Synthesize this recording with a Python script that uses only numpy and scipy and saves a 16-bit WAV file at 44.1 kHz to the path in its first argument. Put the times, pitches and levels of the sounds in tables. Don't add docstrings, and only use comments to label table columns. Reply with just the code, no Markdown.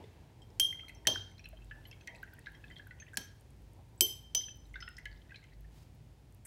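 import sys
import numpy as np
from scipy import signal
from scipy.fft import rfft, irfft, next_fast_len
from scipy.io import wavfile
from scipy.ndimage import uniform_filter1d

SR = 44100
rng = np.random.default_rng(int(sys.argv[2]) if len(sys.argv) > 2 else 0)


def invert_db(x):
    u = np.asarray(x, float) / 20
    return 10 ** u


def waveform_to_disk(signal):
    frames = np.transpose(np.atleast_2d(signal))
    scaled = np.clip(frames, -1, 1) * 32767
    samples = np.round(scaled).astype(np.int16)
    wavfile.write(sys.argv[1], SR, samples)


N = 285194

KNOCK_TIMES = [.5976, 1.0708, 3.1714, 4.0080, 4.3486]
# crack level in dB, crack T60 in seconds, ring T60 at 3 kHz in seconds,
# desk rumble level in dB, ring gain in dB.
KNOCKS = [
    (-18.5, .02, .43, -54, 2.5),
    (-19, .03, .34, -36, 6.5),
    (-23, 0.019, 0.33, -49, 4),
    (-12.5, 0.018, 0.43, -46, 2.5),
    (-24, 0.02, 0.43, -51, -1.5),
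]
STIRRED_MODES = [3080, 3310, 3170, 3190, 3222, 4081, 4366, 5483, 5545, 6078, 6115, 6470, 7600, 8800, 10425,
                 10500, 11610, 12410, 12475, 13170, 14280]
DRAINED_MODES = [2930, 3031, 3074, 3321, 3128, 3149, 3182, 4237, 5145, 5190, 5647, 6037, 6063, 6590, 7698,
                 7854, 8829, 9690, 10110, 11445, 11990, 12070, 12750, 13050, 13088, 14190, 15460]
STIRRED_LEVELS = [(-54, -56, -26.5, -48, -32.5, -60, -63, -52, -69, -46, -49, -57, -62.5, -66.5, -45.5, -53.5, -59, -51, -53, -61, -62),
                  (-54, -56, -32, -41, -46, -61.5, -53, -52, -68.5, -44, -49, -59, -72, -68, -62, -64, -66, -65, -61, -66, -60),
                  (-78, -71.5, -55, -60, -64.5, -64, -60, -64, -56, -56, -55, -84, -69, -78, -62, -69, -90, -76, -59, -92, -82)]
DRAINED_LEVELS = [(-57.5, -56, -47, -58, -32, -40.5, -50, -63.5, -42.5, -46, -56, -39.5, -40, -68, -51, -46, -66, -49, -44, -44, -46, -41, -55, -37.5, -44, -56, -62),
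                  (-55, -47, -45, -56, -44.5, -35, -40, -64, -54, -44.5, -75, -29, -31, -57, -74.5, -75, -82, -60, -56, -54, -56, -59, -80, -62, -66, -80, -57)]
# bend depth in Hz, period in seconds, random wander in Hz.
ROCKING = [(16, .19, 2), (20, .125, 3), (8, .15, 6), (8, .4, 3), (4, .3, 3)]
# frequency in Hz, level in dB per Hz.
CRACK_COLOUR = [(410, -54), (900, -33.5), (1660, -17.5), (3110, -8.5), (4500, -8.5), (6100, -7),
                (11500, -11), (16000, -13.5)]
# tilt in dB per octave, squeak in Hz, squeak level in dB.
CONTACTS = [(0, 6500, -8), (-5, 6050, 1), (-2.5, 9500, -10), (3, 7810, 1), (0, 4190, -10)]
# centre in Hz, T60 in seconds.
AFTERGLOW_BANDS = [(1500, .42), (2300, .42), (3400, .46), (4500, .48), (5800, .43), (7800, .36),
                   (10400, .35), (13800, .32)]
AFTERGLOW_LEVELS = [(-69, -64, -58, -60, -53, -56, -53, -57), (-56, -59, -45, -48, -47, -61, -59, -57),
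                    (-60, -62, -61, -62, -60, -61, -65, -65), (-69, -59, -53, -53, -51, -50, -49, -47),
                    (-70, -67, -54.5, -58, -54.5, -63.5, -61, -73)]
# start in seconds, level in dB, pitch in Hz, T60 in seconds.
GLASS_TAPS = [(0.419, -57, 3176, 0.12), (.42, -62, 7830, .03), (1.872, -60, 11600, .09),
              (2.012, -64, 6100, .06), (.885, -58, 6100, .03), (0.886, -59, 11600, .045),
              (.886, -64, 9000, .06), (.948, -67.5, 5500, 0.29), (.949, -57, 6110, 0.068),
              (1.394, -52.5, 5650, 0.026), (1.443, -55, 5570, .038), (1.442, -54, 4100, 0.2),
              (1.571, -57, 3150, 0.059), (1.913, -50, 5250, 0.02), (2.163, -62, 7800, 0.038),
              (2.085, -61, 3160, 0.14), (2.55, -58.5, 3190, .1), (2.55, -69, 5530, 0.067),
              (2.909, -52, 1500, 0.085), (4.99, -64, 6100, .05), (3.0, -49, 6300, 0.09),
              (2.711, -56.5, 3110, 0.14), (2.765, -50, 3174, 0.12), (3.978, -59, 7930, .05),
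              (4.804, -52, 5200, .35), (4.804, -54, 6060, 0.12), (4.803, -58, 4640, 0.099),
              (5.057, -54, 4210, 0.031)]
# start in seconds, level in dB, pitch in Hz, T60 in seconds.
THUDS = [(.04, -40, 438, 0.028), (1.076, -30.5, 290, 0.074), (1.076, -39, 625, 0.15),
         (1.076, -43, 800, .12), (1.079, -34.5, 106.6, 0.11), (1.129, -43.5, 96, 0.86),
         (1.111, -44, 239, 0.11), (1.532, -47.5, 645, 0.06), (3.18, -30.5, 241, 0.026),
         (4.017, -29, 360, 0.06), (4.029, -46, 444, 0.18)]
# start in seconds, level in dB, pitch in Hz, T60 in seconds.
DRIPS = [(0.727, -38, 2070, 0.05), (.795, -43, 2130, .025), (.834, -53, 1320, 0.042),
         (1.053, -42, 1834, 0.03), (1.159, -27, 1560, 0.018), (1.075, -51, 1730, .35),
         (1.062, -50, 3100, .03), (3.176, -49, 1620, 0.3), (1.315, -59, 2160, .029),
         (3.133, -47.5, 1534, 0.07), (3.142, -43, 1670, 0.042), (3.172, -30.5, 1646, 0.035),
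         (4.484, -46, 1730, 0.019), (4.878, -39, 1834, 0.03), (5.057, -43, 1720, 0.13),
         (1.716, -54, 1730, 0.3), (2.083, -52, 1983, 0.28), (2.09, -64, 948, .5), (4.41, -56, 1750, 0.026)]
# start in seconds, level in dB, pitch
# in Hz.
BIG_BUBBLES = [(0.04, -57, 1970), (0.8827, -45, 2140), (0.8948, -42, 2005), (1.7121, -36, 1670),
               (1.7597, -51.5, 1650), (1.8534, -53.5, 1974), (1.9288, -49.5, 2196), (2.0746, -35.5, 2030),
               (2.0812, -37, 1835), (2.149, -46, 1990), (2.23, -35.5, 1515), (2.2762, -48, 1830),
               (2.3338, -46.5, 1510), (2.386, -47.5, 1810), (2.4606, -42, 2000), (2.4693, -32.5, 1608),
               (2.5475, -50, 1980), (2.6408, -44.5, 1656), (2.7026, -47.5, 1960), (2.7122, -46.5, 1960),
               (2.765, -51, 1930), (2.7967, -40.5, 1640), (2.869, -48, 1526), (2.9094, -42, 1910),
               (3.022, -43, 1730), (3.079, -48, 1890),
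               (4.7418, -39, 2045), (4.7577, -34, 1510), (4.805, -45.5, 1960), (4.8244, -39.5, 1370),
                 (4.8783, -39, 1400), (4.983, -38, 1910), (5.0567, -36.5, 1983), (5.116, -54, 1704),
                 (5.295, -53, 1860), (5.3075, -48.5, 1910), (5.3196, -44, 1570), (5.3443, -52, 1570),
                 (5.3594, -48.5, 2236), (5.4286, -54, 2080), (5.5313, -55, 1975), (5.6455, -56, 1756)]
# start in seconds, level in dB, pitch in Hz.
SMALL_BUBBLES = [(0.041, -56, 3450), (0.883, -51, 4100), (0.8944, -47.5, 2540), (1.3814, -51, 4100),
                 (1.3944, -47.5, 2430), (1.4408, -50, 2590), (1.4562, -41, 2560), (1.62, -55.5, 2620),
                 (1.854, -48, 3000), (1.9139, -47.5, 2635), (1.928, -52, 3140), (2.0102, -55.5, 2530),
                 (2.0737, -47, 2450), (2.149, -50, 2500), (2.4606, -46, 3800), (2.5482, -57, 3100),
                 (2.6409, -49, 2530), (2.7648, -52.5, 3210), (2.786, -55.5, 3340), (3.0003, -48.5, 2463),
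                 (4.6553, -60, 3910), (4.7571, -47.5, 3580), (4.8253, -40.5, 3040), (4.8788, -46, 2730),
                 (4.9686, -45, 5050), (5.0558, -44, 3000), (5.2182, -58, 3100), (5.344, -47.5, 2460),
                 (5.344, -52, 3000), (5.309, -54, 2530), (2.011, -58, 3200), (2.7115, -54, 1700),
                 (5.4415, -55, 2050), (5.3592, -42, 4000), (5.441, -61, 3000)]
CAVITY_MODES = [1330, 1520, 1640, 1710, 1830, 1970, 2090, 2480, 2640, 2810, 3000, 3180, 3450, 3900, 4150,
                4400]
# start in seconds, level in dB.
SPLASHES = [(0.895, -54), (1.9136, -54), (2.0104, -61.5), (2.0755, -43), (2.149, -57.5), (2.785, -58),
            (4.9684, -53), (4.9824, -58), (4.9967, -59), (5.0563, -51), (5.441, -59)]
# start in seconds, end in seconds.
STIRRING = [
    (.7, 1.0),
    (1.25, 3.15),
    (4.74, 5.55),
]
# start in seconds, level in dB, centre in Hz.
BRISTLES = [(.039, -61.5, 8150), (.43, -64, 5300), (.503, -65, 5300), (.503, -65, 7000), (0.799, -47, 2820),
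            (1.6988, -62, 3480), (1.7108, -51.5, 2740), (1.768, -62, 2810), (2.011, -60, 4030),
            (2.011, -63, 6100), (2.073, -43, 5900), (2.157, -53, 4300), (2.183, -59, 4000),
            (2.2241, -60, 4100), (2.238, -60.5, 6250), (2.334, -62, 4730), (2.3927, -60, 2530),
            (2.41, -63.5, 4200), (2.469, -64, 5500), (2.55, -66, 5500), (2.6807, -57, 3510),
            (2.72, -61, 4500), (2.759, -53, 3530), (2.775, -57, 4000), (3.0, -57, 4800),
            (3.0235, -54, 3150), (3.0667, -55, 2530), (3.085, -58, 3200), (3.142, -52, 7660),
            (3.142, -59, 6400), (3.147, -56, 9800), (3.158, -52, 5200), (3.398, -61, 8000),
            (4.075, -56, 2040), (4.408, -58, 2070), (4.485, -50, 2700), (4.671, -61, 7000),
            (4.696, -62, 7480), (5.115, -56, 4400), (5.162, -60, 3900), (5.218, -60, 3800),
            (5.535, -58, 4420), (4.805, -56, 2700), (4.83, -54, 4500), (4.942, -64, 3000),
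            (4.942, -65, 6500), (5.175, -62, 5000), (5.322, -62, 5020), (5.52, -60.5, 1950),
            (2.35, -63, 3000), (2.49, -63, 2480), (2.7, -63, 7000), (3.79, -60.5, 800), (2.2, -60, 860),
            (2.09, -58, 700), (2.13, -58, 620)]
# crest in seconds, level in dB.
SURGES = [(0, -68), (1.12, -55), (2.12, -66), (3.8, -71), (4.1, -69)]
# start in seconds, level in dB, centre in Hz.
TICKS = [(.4189, -60, 7830), (0.8833, -46, 10000), (1.4564, -51, 10100), (1.488, -40, 11600),
         (1.6453, -50, 7180), (1.8711, -60, 10700), (2.073, -40.5, 8200), (2.1615, -51, 7850),
         (2.229, -40, 14400), (2.337, -41, 14000), (2.392, -43.5, 9100), (2.52, -52.5, 10700),
         (2.872, -46, 10900), (3.134, -48, 8810), (3.4096, -50.5, 10620), (3.505, -51, 8760),
         (3.6194, -55, 11300), (3.7334, -52.5, 10070), (4.571, -48, 13600), (4.7358, -51, 7850),
         (4.8115, -50, 8100), (4.8886, -42, 9000), (4.9853, -44, 9500), (5.0553, -43, 8500),
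         (5.6077, -52.5, 12600), (5.9484, -54, 14400), (6.324, -52.5, 8900), (6.347, -48, 10970),
         (3.152, -52, 14000), (.948, -54, 10500), (1.315, -56, 8600), (1.385, -58, 12800),
         (3.96, -55, 15200), (3.988, -57, 12500), (4.228, -56, 13500), (4.268, -58, 12000),
         (4.425, -55, 7500), (4.556, -56, 13500), (4.668, -56, 13200), (.42, -58, 5000), (1.052, -57, 9000)]
# time in seconds, level in dB.
RUSTLES = [
    [(5.70, -90), (5.76, -68.5), (5.82, -70), (5.88, -83.5)],
    [(6.449, -86), (6.454, -50.5), (6.467, -53.5)],
]
# frequency in Hz, level in dB per Hz.
RUSTLE_COLOURS = [
    [(800, 1), (2000, -2.5), (5000, -2.5), (9000, -9), (16000, -12)],
    [(1200, -10), (2000, 2), (4000, -27), (8300, 8), (10500, -0.5), (16000, -14)],
]
# delay in seconds, level in dB.
ECHOES = [(.0075, -16.5), (0.018, -22)]
# band centre in Hz, T60 in seconds, level in dB.
ROOM = [(300, 0.29, -5), (1500, 0.47, -9.5), (3000, .5, -11.5), (5200, 0.49, -14), (9000, .3, -17.5),
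        (14500, 0.09, -15)]
# frequency in Hz, level in dB per Hz.
AIR_COLOUR = [(28, -5.5), (36, 1.5), (45, 17), (70, 19.5), (160, 13.5), (250, 8.5), (500, 1), (850, -2),
              (1150, -9.5), (2000, -9.5), (3500, -12.5), (6000, -16.5), (10000, -20), (16000, -23.5)]
# centre in Hz, width in Hz, level in dB.
HUM = [(99.4, 41, -62), (111, 52, -64.5), (148, 7.4, -72.5)]
# time in seconds, level in dB.
BOOM_SWELL = [(0.0, -73.5), (0.2, -66), (0.63, -60), (0.68, -83), (0.97, -52.5), (1.35, -69), (1.46, -57.5),
              (3.4, -64.5), (3.62, -52), (3.83, -68), (4.37, -54.5), (4.46, -79), (4.73, -54), (5.0, -64),
              (5.11, -49.5), (5.38, -69.5), (5.59, -51.5), (6.46, -63.5)]


def unit(x):
    return x / np.sqrt(np.mean(x ** 2))


def fade(t, t60):
    return np.exp(-np.log(1000) * t / max(t60, 1e-3))


def onset(t, rise_s):
    return 1 - np.exp(-t / rise_s)


def sine(turns):
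    return np.sin(2 * np.pi * turns)


def coloured(table, size):
    hz, db = np.transpose(table)
    fast = next_fast_len(size)
    octave = np.log2(np.maximum(np.fft.rfftfreq(fast, 1 / SR), 1))
    knots = np.log2(hz)
    skirt_db = 30 * abs(octave - np.clip(octave, knots[0], knots[-1]))
    gain = invert_db(np.interp(octave, knots, db) - skirt_db)
    return unit(irfft(rfft(rng.standard_normal(fast)) * gain, fast)[:size])


def walk(rate, size=N):
    hold = int(SR / rate)
    steps = np.repeat(rng.standard_normal(size // hold + 1), hold)
    return unit(uniform_filter1d(uniform_filter1d(steps, hold), hold)[:size])


def add(out, s, x):
    i = int(s * SR)
    out[i:i + len(x)] += x[:len(out) - i]


def flutter(t, depth_db, rate):
    return invert_db(depth_db * walk(rate, size=len(t)) * onset(t, 0.015))


def rocking(t, depth_hz, period, wander_hz):
    swing = depth_hz * np.cos(2 * np.pi * t / period) * np.exp(-t / 0.19)
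    return np.cumsum(wander_hz * walk(25, size=len(t)) - swing) / SR


def glass(t, hz, db, t60, bend):
    damping, swell_cycles = 0.3, 6.8
    first_ring = invert_db(-1.5) * fade(t, 0.1)
    ring = fade(t, t60 * (3000 / hz) ** damping) * (1 + first_ring)
    rough = 1 + invert_db(-8) * hz / 1e4 * walk(260, size=len(t))
    gain = invert_db(db) * flutter(t, 2.5, 60) * rough * onset(t, swell_cycles / hz)
    return gain * ring * sine(hz * t + bend)


def knocks():
    out, t = np.zeros(N), np.arange(SR // 2) / SR
    desk_colour = [(100, -14.5), (200, 3), (450, -0.5), (900, -3.5), (1600, -20.5)]
    pitches = [STIRRED_MODES] * len(STIRRED_LEVELS) + [DRAINED_MODES] * len(DRAINED_LEVELS)
    levels = STIRRED_LEVELS + DRAINED_LEVELS
    for s, knock, modes, strengths, rock in zip(KNOCK_TIMES, KNOCKS, pitches, levels, ROCKING):
        _, _, t60, desk_db, ring_db = knock
        depth, period, wander = rock
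        ring = np.zeros(len(t))
        for hz, db in zip(modes, strengths):
            bend = rocking(t, depth, period, wander * (hz / 3150) ** 1.3)
            ring += glass(t, hz, db, t60, bend)
        add(out, s, invert_db(ring_db) * ring)
        desk = coloured(desk_colour, len(t)) * fade(t, 0.18) * onset(t, 0.001)
        add(out, s, invert_db(desk_db) * desk)
    return out


def crack(t, tilt_db, hz, squeak_db):
    colour = [(f, db + tilt_db * np.log2(f / 4000)) for f, db in CRACK_COLOUR]
    return coloured(colour, len(t)) + invert_db(squeak_db) * sine(hz * t) * fade(t, 0.03)


def cracks():
    out, t = np.zeros(N), np.arange(SR // 10) / SR
    for s, (crack_db, t60, *_), contact in zip(KNOCK_TIMES, KNOCKS, CONTACTS):
        add(out, s, invert_db(crack_db) * crack(t, *contact) * fade(t, t60) * onset(t, 0.00013))
    return out


def afterglow():
    out, t = np.zeros(N), np.arange(SR // 2) / SR
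    for s, levels in zip(KNOCK_TIMES, AFTERGLOW_LEVELS):
        for (hz, t60), db in zip(AFTERGLOW_BANDS, levels):
            colour = [(hz / 1.35, -16), (hz / 1.14, 0), (hz * 1.14, 0), (hz * 1.2, -12)]
            add(out, s, invert_db(db) * coloured(colour, len(t)) * fade(t, t60) * onset(t, 0.002))
    return out


def thuds_taps_and_drips():
    out = np.zeros(N)
    for s, db, hz, t60 in THUDS + GLASS_TAPS + DRIPS:
        t = np.arange(SR // 4 if hz > 2200 else SR // 2) / SR
        wet = min(hz / 1500, 1)
        tone = flutter(t, 4 * wet, 90) * sine(hz * t + wet * rocking(t, 0, 1, 16))
        add(out, s, invert_db(db) * tone * fade(t, t60) * onset(t, 0.55 / hz))
    return out


def bubble(t, hz, cycles, glide, jar_db, spray_db, linger_db):
    ring = sine(hz * t * (1 + glide * t * hz / cycles)) * fade(t, cycles / hz)
    modes = np.array(CAVITY_MODES)[:, None]
    share_db = -14 * abs(np.log2(modes / hz)) + 4.5 * rng.standard_normal(modes.shape)
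    jar = np.sum(invert_db(share_db) * sine(modes * t + rng.random(modes.shape)), axis=0) * fade(t, 0.035)
    spray_colour = [(hz / 1.6, -25), (hz / 1.15, -4), (hz, 0), (hz * 1.4, -6), (hz * 2.2, -25)]
    spray = coloured(spray_colour, len(t)) * fade(t, 0.039)
    linger_colour = [(hz / 1.15, -22), (hz / 1.02, 0), (hz * 1.07, 0), (hz * 1.25, -22)]
    linger = coloured(linger_colour, len(t)) * fade(t, 0.26)
    pop = ring + invert_db(jar_db) * jar + invert_db(spray_db) * spray + invert_db(linger_db) * linger
    return pop * onset(t, 3 / hz)


def tick(t, hz, t60):
    colour = [(hz / 2.5, -30), (hz / 1.3, -8), (hz, 0), (hz * 1.3, -7), (hz * 2.5, -24)]
    return coloured(colour, len(t)) * fade(t, t60) * onset(t, 0.0005)


def bubbles_and_splashes():
    out, t = np.zeros(N), np.arange(SR // 5) / SR
    early = 0.001
    for s, db, hz in BIG_BUBBLES:
        pop = bubble(t, hz, cycles=58, glide=0.08, jar_db=-20, spray_db=-17, linger_db=-24)
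        add(out, s - early, invert_db(db + 3) * pop)
    for s, db, hz in SMALL_BUBBLES:
        pop = bubble(t, hz, cycles=90, glide=0.055, jar_db=-18.5, spray_db=-14, linger_db=-24)
        add(out, s - early, invert_db(db + 2.5) * pop)
    for s, db in SPLASHES:
        add(out, s - early, invert_db(db + 6) * tick(t, 5270, 0.0063))
    return out


def fizz():
    out, t = np.zeros(N), np.arange(SR // 20) / SR
    per_s, level_db, spread_db = 110, -65.5, 1.6
    for start, end in STIRRING:
        length = end - start
        for when, pitch, size in rng.random((int(per_s * length), 3)):
            hz = 1400 * 3.2 ** pitch
            chirp = sine(hz * t * (1 + 3 * t)) * fade(t, 27 / hz)
            add(out, start + when * length, invert_db(level_db - spread_db * np.log(size)) * chirp)
    return out


def bristles():
    out, t = np.zeros(N), np.arange(SR // 16) / SR
    for s, db, hz in BRISTLES:
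        colour = [(hz / 1.25, -24), (hz / 1.05, -3), (hz * 1.05, -3), (hz * 1.25, -24)]
        add(out, s, invert_db(db) * coloured(colour, len(t)) * fade(t, 70 / hz) * onset(t, 0.0004))
    wash = coloured([(1100, -7.5), (1700, 0.5), (3000, -2.5), (4500, -7.5), (7000, -16.5)], N)
    return out + invert_db(-70) * wash * fade(np.arange(N) / SR, 2.2)


def slosh():
    t = np.arange(N) / SR
    rise_s, ebb_t60 = 0.033, 0.57
    gain = invert_db(-68.5 - 2 * t)
    for s, db in SURGES:
        rise = np.exp(np.minimum(t - s, 0) / rise_s)
        gain = gain + invert_db(db) * rise * fade(np.maximum(t - s, 0), ebb_t60)
    colour = [(150, -21), (300, 3), (600, -3.5), (950, -2.5), (1300, -24.5)]
    return gain * invert_db(2.5 * walk(25)) * coloured(colour, N)


def ticks():
    out, t = np.zeros(N), np.arange(SR // 30) / SR
    stray_per_s, stray_db = 2, -62
    draws = rng.random((stray_per_s * N // SR, 2))
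    stray = [(when * N / SR, stray_db, 7200 * 2 ** pitch) for when, pitch in draws]
    for s, db, hz in TICKS + stray:
        add(out, s, invert_db(db - 2) * tick(t, hz, 0.0067))
    return out


def rustle():
    out, t = np.zeros(N), np.arange(N) / SR
    for curve, colour in zip(RUSTLES, RUSTLE_COLOURS):
        s, db = np.transpose(curve)
        level = np.interp(t, s, invert_db(db), left=0, right=0)
        out += level * coloured(colour, N) * invert_db(1.8 * walk(151.5))
    return out


def room(x):
    t, tail = np.arange(SR // 2) / SR, np.zeros(SR // 2)
    for hz, t60, db in ROOM:
        band = coloured([(hz / 2, -20), (hz / 1.3, 0), (hz * 1.3, 0), (hz * 2, -20)], len(t))
        band = band * fade(t, t60) * onset(t, 0.00036)
        tail += invert_db(db) * band / np.sqrt(np.sum(band ** 2) * SR / 2 / hz)
    for s, db in ECHOES:
        add(tail, s, invert_db([db]))
    return signal.fftconvolve(x, tail)[:N]


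def air():
    t, hum = np.arange(N) / SR, np.zeros(N)
    for hz, w, db in HUM:
        colour = [(hz - 2 * w, -40), (hz - w / 2, -3), (hz, 0), (hz + w / 2, -3), (hz + 2 * w, -40)]
        hum += invert_db(db + walk(2.4)) * coloured(colour, N)
    boom_hz = 53 + 3 * walk(7.3)
    boom_db = 2 + np.interp(t, *np.transpose(BOOM_SWELL)) + 2.5 * walk(7)
    boom = invert_db(boom_db) * sine(np.cumsum(boom_hz) / SR)
    return invert_db(-60.5 + 0.8 * walk(6.1)) * coloured(AIR_COLOUR, N) + hum + boom


def scene():
    rings = knocks() + fizz() + bristles()
    snaps = cracks()
    wet = bubbles_and_splashes() + thuds_taps_and_drips()
    walls = room(rings + invert_db(-9) * snaps + invert_db(-1.5) * wet)
    jar = rings + snaps + wet + walls + afterglow()
    return (jar + ticks() + slosh() + rustle() + air())[None]


def low_pass(x):
    return signal.sosfilt(signal.butter(12, 16880, fs=SR, output="sos"), x)


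def record(dry):
    lowpass = signal.ellip(8, 0.3, 60, 15750, fs=SR, output="sos")
    mix = signal.sosfilt(lowpass, dry)
    return low_pass(mix)


dry = scene()
out = record(dry)
waveform_to_disk(out)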